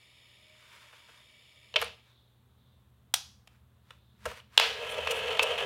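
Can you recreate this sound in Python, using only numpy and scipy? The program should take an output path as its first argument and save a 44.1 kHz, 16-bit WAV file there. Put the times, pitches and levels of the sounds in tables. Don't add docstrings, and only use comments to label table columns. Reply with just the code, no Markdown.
import sys
import numpy as np
from scipy import signal
from scipy.fft import rfft, irfft
from scipy.io import wavfile

SR = 44100
rng = np.random.default_rng(int(sys.argv[2]) if len(sys.argv) > 2 else 0)


def materialize(psi):
    bounded = np.clip(np.atleast_2d(psi).T, -1, 1)
    quanta = np.round(bounded * 32767).astype(np.int16)
    wavfile.write(sys.argv[1], SR, quanta)


N = 249517

# frequency in Hz, gain in dB.
AIR_EQ = [(20, -23), (45, -13.5), (90, -0.5), (200, -11), (400, -10), (700, -14.5), (1100, -13.5),
          (2300, -23), (3600, -19.5), (5000, -32.5), (12000, -29), (16000, -28)]
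MOTOR_EQ = [(180, -72.5), (300, -41), (511, -8.5), (555, -17), (584, 2.5), (828, -28.5), (1010, -25.5),
            (1250, -10), (1510, -29), (1780, -6), (2280, -2.5), (5340, -9.5), (6300, -21.5), (10400, -14.5),
            (16000, -39.5)]
FINGER_EQ = [(180, -39), (300, -19), (593, -7.5), (801, -16), (961, 1.5), (1060, -2.5), (2320, -3.5),
             (6200, -16), (10400, -20.5), (16000, -28)]
PANEL_EQ = [(30, -57.5), (100, -31), (330, -32), (450, -8.5), (700, -5.5), (1500, -5), (2200, -5),
            (3200, 0), (4500, -14.5), (7000, -20), (11000, -26.5), (16000, -35)]
SCRAPE_EQ = [(400, -36.5), (1500, -13.5), (3000, -5.5), (4200, -5.5), (6000, -18.5), (9000, -35),
             (16000, -43)]
SWITCH_EQ = [(150, -32), (380, -27.5), (550, -14), (1000, -8.5), (2000, -11), (3400, 1.5), (4600, -8.5),
             (7000, -8), (11000, -11.5), (16000, -23)]
SWITCH_TAIL_EQ = [(150, -30), (500, -27), (1100, -6), (2000, -9), (3500, 0.5), (5800, 5), (8000, -8.5),
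                  (11000, -10), (16000, -23.5)]
# frequency in Hz, width in Hz, gain in dB.
BENCH_MODES = [(62, 9, -3.5), (80, 11, 1), (132, 12, -7), (172.6, 16, -12), (208, 17, -8.5), (247, 4, -13)]
MOTOR_HOUSING_MODES = [(588, 14, -5), (965, 17, -8), (1250, 23, -11.5), (1830, 30, -11), (2314, 60, 0.5),
                       (3000, 160, 1), (3290, 50, -2), (3613, 99, 3), (4350, 24, -11), (5280, 250, -11.5),
                       (6960, 150, -11.5), (9045, 80, -17.5), (10300, 500, -23)]
CHASSIS_MODES = [(419.2, 27, -0.5), (462.4, 26, 5.5), (532.6, 52, 2), (597, 40, 0.5), (676, 58, -2),
                 (739, 15, -0.5), (920, 40, -7), (972, 22, 2), (1315, 40, -5), (1470, 45, -5),
                 (1664, 25, -6), (2180, 16, 0.5), (2529, 36, -1.5), (2678, 55, 4.5), (2850, 23, -2.5),
                 (3137, 90, 4.5), (3260, 80, -2), (3540, 63, -14), (4140, 30, -12.5), (4450, 35, -17)]
# frequency in Hz, rms level in dB once fully swelled.
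HUM_PARTIALS = [(60, -80.5), (120, -67), (240, -85.5)]
# time in seconds, turns per second.
MOTOR_SPEED = [(0, 34.7), (.7, 36.2)]
# peak time in seconds, swell time in seconds, level in dB.
FINGER_RUBS = [(.77, 0.098, -58), (.96, 0.024, -64), (1.14, 0.067, -63.5), (2.09, 0.031, -69),
               (3.54, 0.033, -72), (3.92, 0.035, -67.5), (4.295, 0.029, -47.5), (4.375, 0.014, -53.5),
               (4.555, 0.016, -54)]
HISS_SWELLS = [(2.15, .1, -70.5), (2.68, .09, -76), (4.05, .14, -76.5)]
BENCH_THUMPS = [(1.85, .04, -54.5), (4.28, .03, -55)]
TAPE_SWISHES = [(4.915, 0.014, -51.5), (5.17, 0.026, -54)]
# start in seconds, case, deck plate and crack levels in dB before their trims,
# chatter length in seconds, chassis ring in dB.
CONTROL_KNOCKS = [(.928, -59, -68, -73, 0.013, -18), (1.085, -59.5, -72, -77, 0.013, -7),
                  (1.7403, -46.5, -42.5, -68, 0.0017, 3.5), (1.7588, -30.5, -22.5, -47, 0.01, -3.5),
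                  (1.8155, -38.5, -41, -47, 0.0043, -4), (1.8225, -32, -43, -43.5, 0.0069, -13),
                  (3.473, -64, -62, -63.5, 0.0055, -11), (3.9055, -54, -55, -64.5, 0.0059, -20),
                  (4.254, -32, -50, -43, 0.013, -2), (4.314, -46, -55, -62, 0.0062, -7),
                  (4.399, -70, -57.5, -73, 0.0055, -18), (4.5755, -29, -23, -33.5, 0.0022, -30),
                  (4.5785, -32, -15.5, -32.5, 0.00084, -24), (4.5975, -27, -29, -33.5, 0.003, -18)]
REEL_TICKS = [(5.071, -33, -33, -54, 0.0049, -18), (5.106, -40.5, -35.5, -38.5, 0.016, 3),
              (5.3925, -26.5, -21.5, -49.5, 0.0034, -10), (5.425, -39, -35.5, -35, 0.012, -3)]
# start in seconds, level in dB, hold in seconds, fall in dB per second.
LINKAGE_SHAKES = [(1.76, -40, 0.089, 219), (4.245, -54, 0.031, 98), (4.581, -27.5, 0.062, 131)]
# start in seconds, level in dB, pitch in Hz.
SPRING_PINGS = [(1.798, -62, 14500), (1.8153, -45, 11300), (1.844, -53, 9900)]
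# start in seconds, level in dB, chatter length in seconds.
SWITCH_SNAP = (3.1397, -23.5, 0.0046)
# full-speed level in dB, exponent on speed, surge in dB (negative
# for a dip), time of one surge in seconds.
WIND_CASE_BOOM = (-37.5, 1.5, 5, 4.5)
WIND_PLATE_RATTLE = (-35, 1.5, 0.5, 4.5)
WIND_TAPE_HISS = (-51, 1.07, -1, 3)
# frequency in Hz, seconds to fall by 60 dB.
ROOM_DECAY = [(200, .3), (700, 0.38), (1500, 0.22), (4000, 0.38), (8000, 0.15), (15000, 0.16)]

CASE_TOP_HZ, PLATE_TOP_HZ = 1900, 5000
TIME = np.arange(N) / SR


def from_db(db):
    return 10 ** (np.asarray(db) / 20)


def unit_rms(x):
    return x / np.sqrt(np.mean(x ** 2) + 1e-20)


def at_hz(points, hz):
    known, values = np.transpose(points)
    return np.interp(np.log(np.maximum(hz, 1)), np.log(known), values)


def drift(per_s):
    knots = rng.standard_normal(4096)
    return np.interp(TIME * per_s, np.arange(len(knots)), knots)


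def ramp(start_s, rise_s):
    return np.clip((TIME - start_s) / rise_s, 0, 1)


def swells(rows):
    return sum(from_db(db) / np.cosh(np.minimum(np.abs(TIME - peak_s) / swell_s, 20))
               for peak_s, swell_s, db in rows)


def bandpass(x, low_hz, high_hz):
    return signal.sosfilt(signal.butter(4, [low_hz, high_hz], "band", fs=SR, output="sos"), x)


def crossover(x, hz):
    sections = [signal.butter(2, hz, kind, fs=SR, output="sos") for kind in ("low", "high")]
    return [signal.sosfilt(np.vstack([sos, sos]), x) for sos in sections]


def three_bands(x, low_hz, high_hz):
    lows, rest = crossover(x, low_hz)
    mids, highs = crossover(rest, high_hz)
    return lows, mids, highs


def equalise(x, curve, size=4096):
    gain = from_db(at_hz(curve, np.fft.rfftfreq(size, 1 / SR)))
    cepstrum = irfft(np.log(gain))
    cepstrum[1:size // 2] *= 2
    cepstrum[size // 2 + 1:] = 0
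    impulse = irfft(np.exp(rfft(cepstrum)))
    return signal.oaconvolve(x, impulse)[:len(x)]


def resonate(x, modes):
    out = 0
    for k, (hz, width_hz, db) in enumerate(modes):
        radius = np.exp(-np.pi * width_hz / SR)
        poles = [1, -2 * radius * np.cos(2 * np.pi * hz / SR), radius ** 2]
        gain = (-1) ** k * from_db(db) * (1 - radius ** 2) / 2
        out = out + gain * signal.lfilter([1, 0, -1], poles, x + 1e-18)
    return out


def grains(per_s, spread_db, size=N):
    strength = from_db(spread_db * np.minimum(rng.exponential(1, size), 4))
    polarity = rng.choice([-1, 1], size)
    return strength * polarity * (rng.random(size) < per_s / SR)


def chatter(length_s, settle_db, settle_s, size=12000):
    t = TIME[:size]
    burst = np.exp(-(t / length_s) ** 4)
    settling = from_db(settle_db) * np.exp(-t / settle_s)
    return grains(16000, 1.5, size) * (burst + settling)


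def at_level(x, db):
    return from_db(db) * x / np.sqrt(np.mean(x[:SR // 50] ** 2) + 1e-20)


def add(out, start_s, x):
    start = int(start_s * SR)
    out[start:start + len(x)] += x[:N - start]


def room_air(level_db):
    return from_db(level_db) * unit_rms(equalise(rng.standard_normal(N), AIR_EQ))


def mains_hum():
    hum = sum(from_db(db) * np.sqrt(2) * np.sin(2 * np.pi * (hz * TIME + rng.random()))
              for hz, db in HUM_PARTIALS)
    swell_db = np.interp(TIME, [1.4, 2.3], [-6, 0])
    return hum * from_db(swell_db)


def bench_rumble(rest_db, hands_db, wind_db):
    rumble = bandpass(resonate(rng.standard_normal(N), BENCH_MODES), 52, 320)
    leaning = from_db(hands_db) * ramp(start_s=2.15, rise_s=0.46)
    gain = from_db(rest_db) + leaning + from_db(wind_db) * wind_speed() + swells(BENCH_THUMPS)
    return gain * unit_rms(rumble)


def motor(level_db, stop_s, coast_s, wobble, clicks_db, housing_db):
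    running = TIME < stop_s
    speed = np.exp(-(np.maximum(TIME - stop_s, 0) / coast_s) ** 2)
    turn_hz = np.interp(TIME, *np.transpose(MOTOR_SPEED)) * speed
    angle = 2 * np.pi * np.cumsum(turn_hz * (1 + wobble * drift(8))) / SR
    pressure = np.exp(0.2 * np.cos(2 * angle) + 0.2 * np.cos(7 * angle))
    scratch = grains(12000, 1.7) * pressure
    clicks = np.diff(np.exp(300 * (np.cos(7 * angle) - 1)), prepend=1)
    force = scratch / np.std(scratch[running]) + from_db(clicks_db) * clicks / np.std(clicks[running])
    whirr = equalise(force, MOTOR_EQ) + from_db(housing_db) * resonate(force, MOTOR_HOUSING_MODES)
    return from_db(level_db) * speed * whirr / np.std(whirr[running])


def bearing_squeak(peak_s, swell_s, hz, level_db):
    phase = 2 * np.pi * np.cumsum(hz * (1 + 0.0056 * drift(35))) / SR
    return from_db(level_db) * np.exp(-((TIME - peak_s) / swell_s) ** 2) * np.sin(phase)


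def fingers():
    gain = swells(FINGER_RUBS) * from_db(1.1 * drift(45))
    return gain * unit_rms(equalise(grains(5000, 3), FINGER_EQ))


def chassis(force, ring_db):
    return from_db(ring_db) * resonate(force, CHASSIS_MODES) + equalise(force, PANEL_EQ)


def hits(rows, trims_db, plate_hz, plate_width_hz, snap_db, settle_db, settle_s, rise_s):
    out = np.zeros(N)
    for start_s, *levels_db, length_s, ring_db in rows:
        force = chatter(length_s, settle_db, settle_s)
        force *= ramp(0, rise_s)[:len(force)]
        snap = resonate(force, [(plate_hz, plate_width_hz, snap_db)])
        bands = three_bands(chassis(force, ring_db) + snap, CASE_TOP_HZ, PLATE_TOP_HZ)
        add(out, start_s, sum(map(at_level, bands, np.add(levels_db, trims_db))))
    return out


def linkage(attack_s, scrape_db):
    force = grains(7000, 3.2) * from_db(0.6 * drift(150))
    gain = sum(ramp(start_s, attack_s) * from_db(db - fall * np.maximum(TIME - start_s - hold_s, 0))
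               for start_s, db, hold_s, fall in LINKAGE_SHAKES)
    scrape = from_db(scrape_db) * equalise(force, SCRAPE_EQ)
    return gain * unit_rms(chassis(force, ring_db=0.5) + scrape)


def spring(width_hz):
    out = np.zeros(N)
    for start_s, db, hz in SPRING_PINGS:
        pluck = chatter(length_s=0.0017, settle_db=-17.5, settle_s=0.01)
        add(out, start_s, at_level(resonate(pluck, [(hz, width_hz, 0)]), db))
    return out


def faint_hiss(hz, width_hz):
    peak = [(hz, width_hz, 0)]
    return swells(HISS_SWELLS) * unit_rms(resonate(resonate(rng.standard_normal(N), peak), peak))


def slide_switch(settle_db, settle_s, tail_db, tail_t60_s):
    start_s, level_db, length_s = SWITCH_SNAP
    out = np.zeros(N)
    snap = equalise(chatter(length_s, settle_db, settle_s), SWITCH_EQ)
    add(out, start_s, at_level(snap, level_db))
    t = TIME[:SR // 2]
    tail = unit_rms(equalise(rng.standard_normal(len(t)), SWITCH_TAIL_EQ))
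    add(out, start_s, from_db(tail_db - 60 * t / tail_t60_s) * tail)
    return out


def wind_speed(start_s=4.585, spin_up_s=0.41, start_share=0.22):
    since_s = np.maximum(TIME - start_s, 0)
    return ramp(start_s, 0.018) * (1 - (1 - start_share) * np.exp(-since_s / spin_up_s))


def reel_gain(layer, reel_hz):
    db, exponent, surge_db, peak_s = layer
    surge = np.cos(np.pi * reel_hz * (TIME - peak_s)) ** 4
    return wind_speed() ** exponent * from_db(db + surge_db * surge)


def rim_drive(wheel_hz, driven_reel_hz, free_reel_hz, throb_db, rough_db, boom_hz, boom_db):
    angle = 2 * np.pi * np.cumsum(wheel_hz * (1 + 0.0068 * drift(4.1))) / SR
    force = grains(3500, 2.5) * from_db(throb_db * np.cos(angle) + rough_db * drift(110))
    body = chassis(force, ring_db=2.5) - resonate(force, [(boom_hz, 12, boom_db)])
    case, plate, tape = map(unit_rms, three_bands(body, 850, PLATE_TOP_HZ))
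    return (case * reel_gain(WIND_CASE_BOOM, driven_reel_hz)
            + plate * reel_gain(WIND_PLATE_RATTLE, driven_reel_hz)
            + tape * reel_gain(WIND_TAPE_HISS, free_reel_hz))


def tape_swish(hz, width_hz):
    edge = [(hz, width_hz, 0)]
    return swells(TAPE_SWISHES) * unit_rms(resonate(resonate(grains(9000, 2), edge), edge))


def room(x, wet_db, predelay_s):
    t = TIME[:SR // 2]
    noise = rng.standard_normal(len(t))
    edges_hz = np.geomspace(100, 18000, 9)
    tail = sum(bandpass(noise, low, high) * from_db(-60 * t / at_hz(ROOM_DECAY, np.sqrt(low * high)))
               for low, high in zip(edges_hz, edges_hz[1:]))
    tail *= np.clip(t / predelay_s - 1, 0, 1)
    return x + from_db(wet_db) * signal.fftconvolve(x, tail / np.linalg.norm(tail))[:N]


def scene():
    knocks = hits(CONTROL_KNOCKS, trims_db=(-0.47, 0.34, -3), plate_hz=2782, plate_width_hz=330,
                  snap_db=-5, settle_db=-23, settle_s=0.022, rise_s=0.00039)
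    ticks = hits(REEL_TICKS, trims_db=(0.2, -1.5, 0.7), plate_hz=2690, plate_width_hz=160,
                 snap_db=18.5, settle_db=-14, settle_s=0.0087, rise_s=0.0035)
    running = motor(level_db=-61.5, stop_s=1.82, coast_s=0.2, wobble=0.0022,
                    clicks_db=-12.5, housing_db=3.5)
    running += bearing_squeak(peak_s=0.525, swell_s=0.11, hz=617, level_db=-69.5)
    rewind = rim_drive(wheel_hz=43.82, driven_reel_hz=6.24, free_reel_hz=6.3,
                       throb_db=1.5, rough_db=1.8, boom_hz=470, boom_db=-6)
    rewind += tape_swish(hz=9450, width_hz=5800)
    snap = slide_switch(settle_db=-7.5, settle_s=0.011, tail_db=-39, tail_t60_s=0.41)
    controls = knocks + linkage(attack_s=0.031, scrape_db=1.5) + spring(width_hz=450) + snap + fingers()
    bed = room_air(level_db=-71.5) + mains_hum() + bench_rumble(rest_db=-75, hands_db=-69, wind_db=-58)
    bed += faint_hiss(hz=3620, width_hz=800)
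    machine = controls + ticks + running + rewind
    return (room(machine, wet_db=-15.5, predelay_s=0.0026) + bed)[None]


def record(dry):
    rounded = 0.95 * np.tanh(dry / 0.95)
    return signal.sosfilt(signal.ellip(10, 0.1, 80, 15900, fs=SR, output="sos"), rounded)


dry = scene()
out = record(dry)
materialize(out)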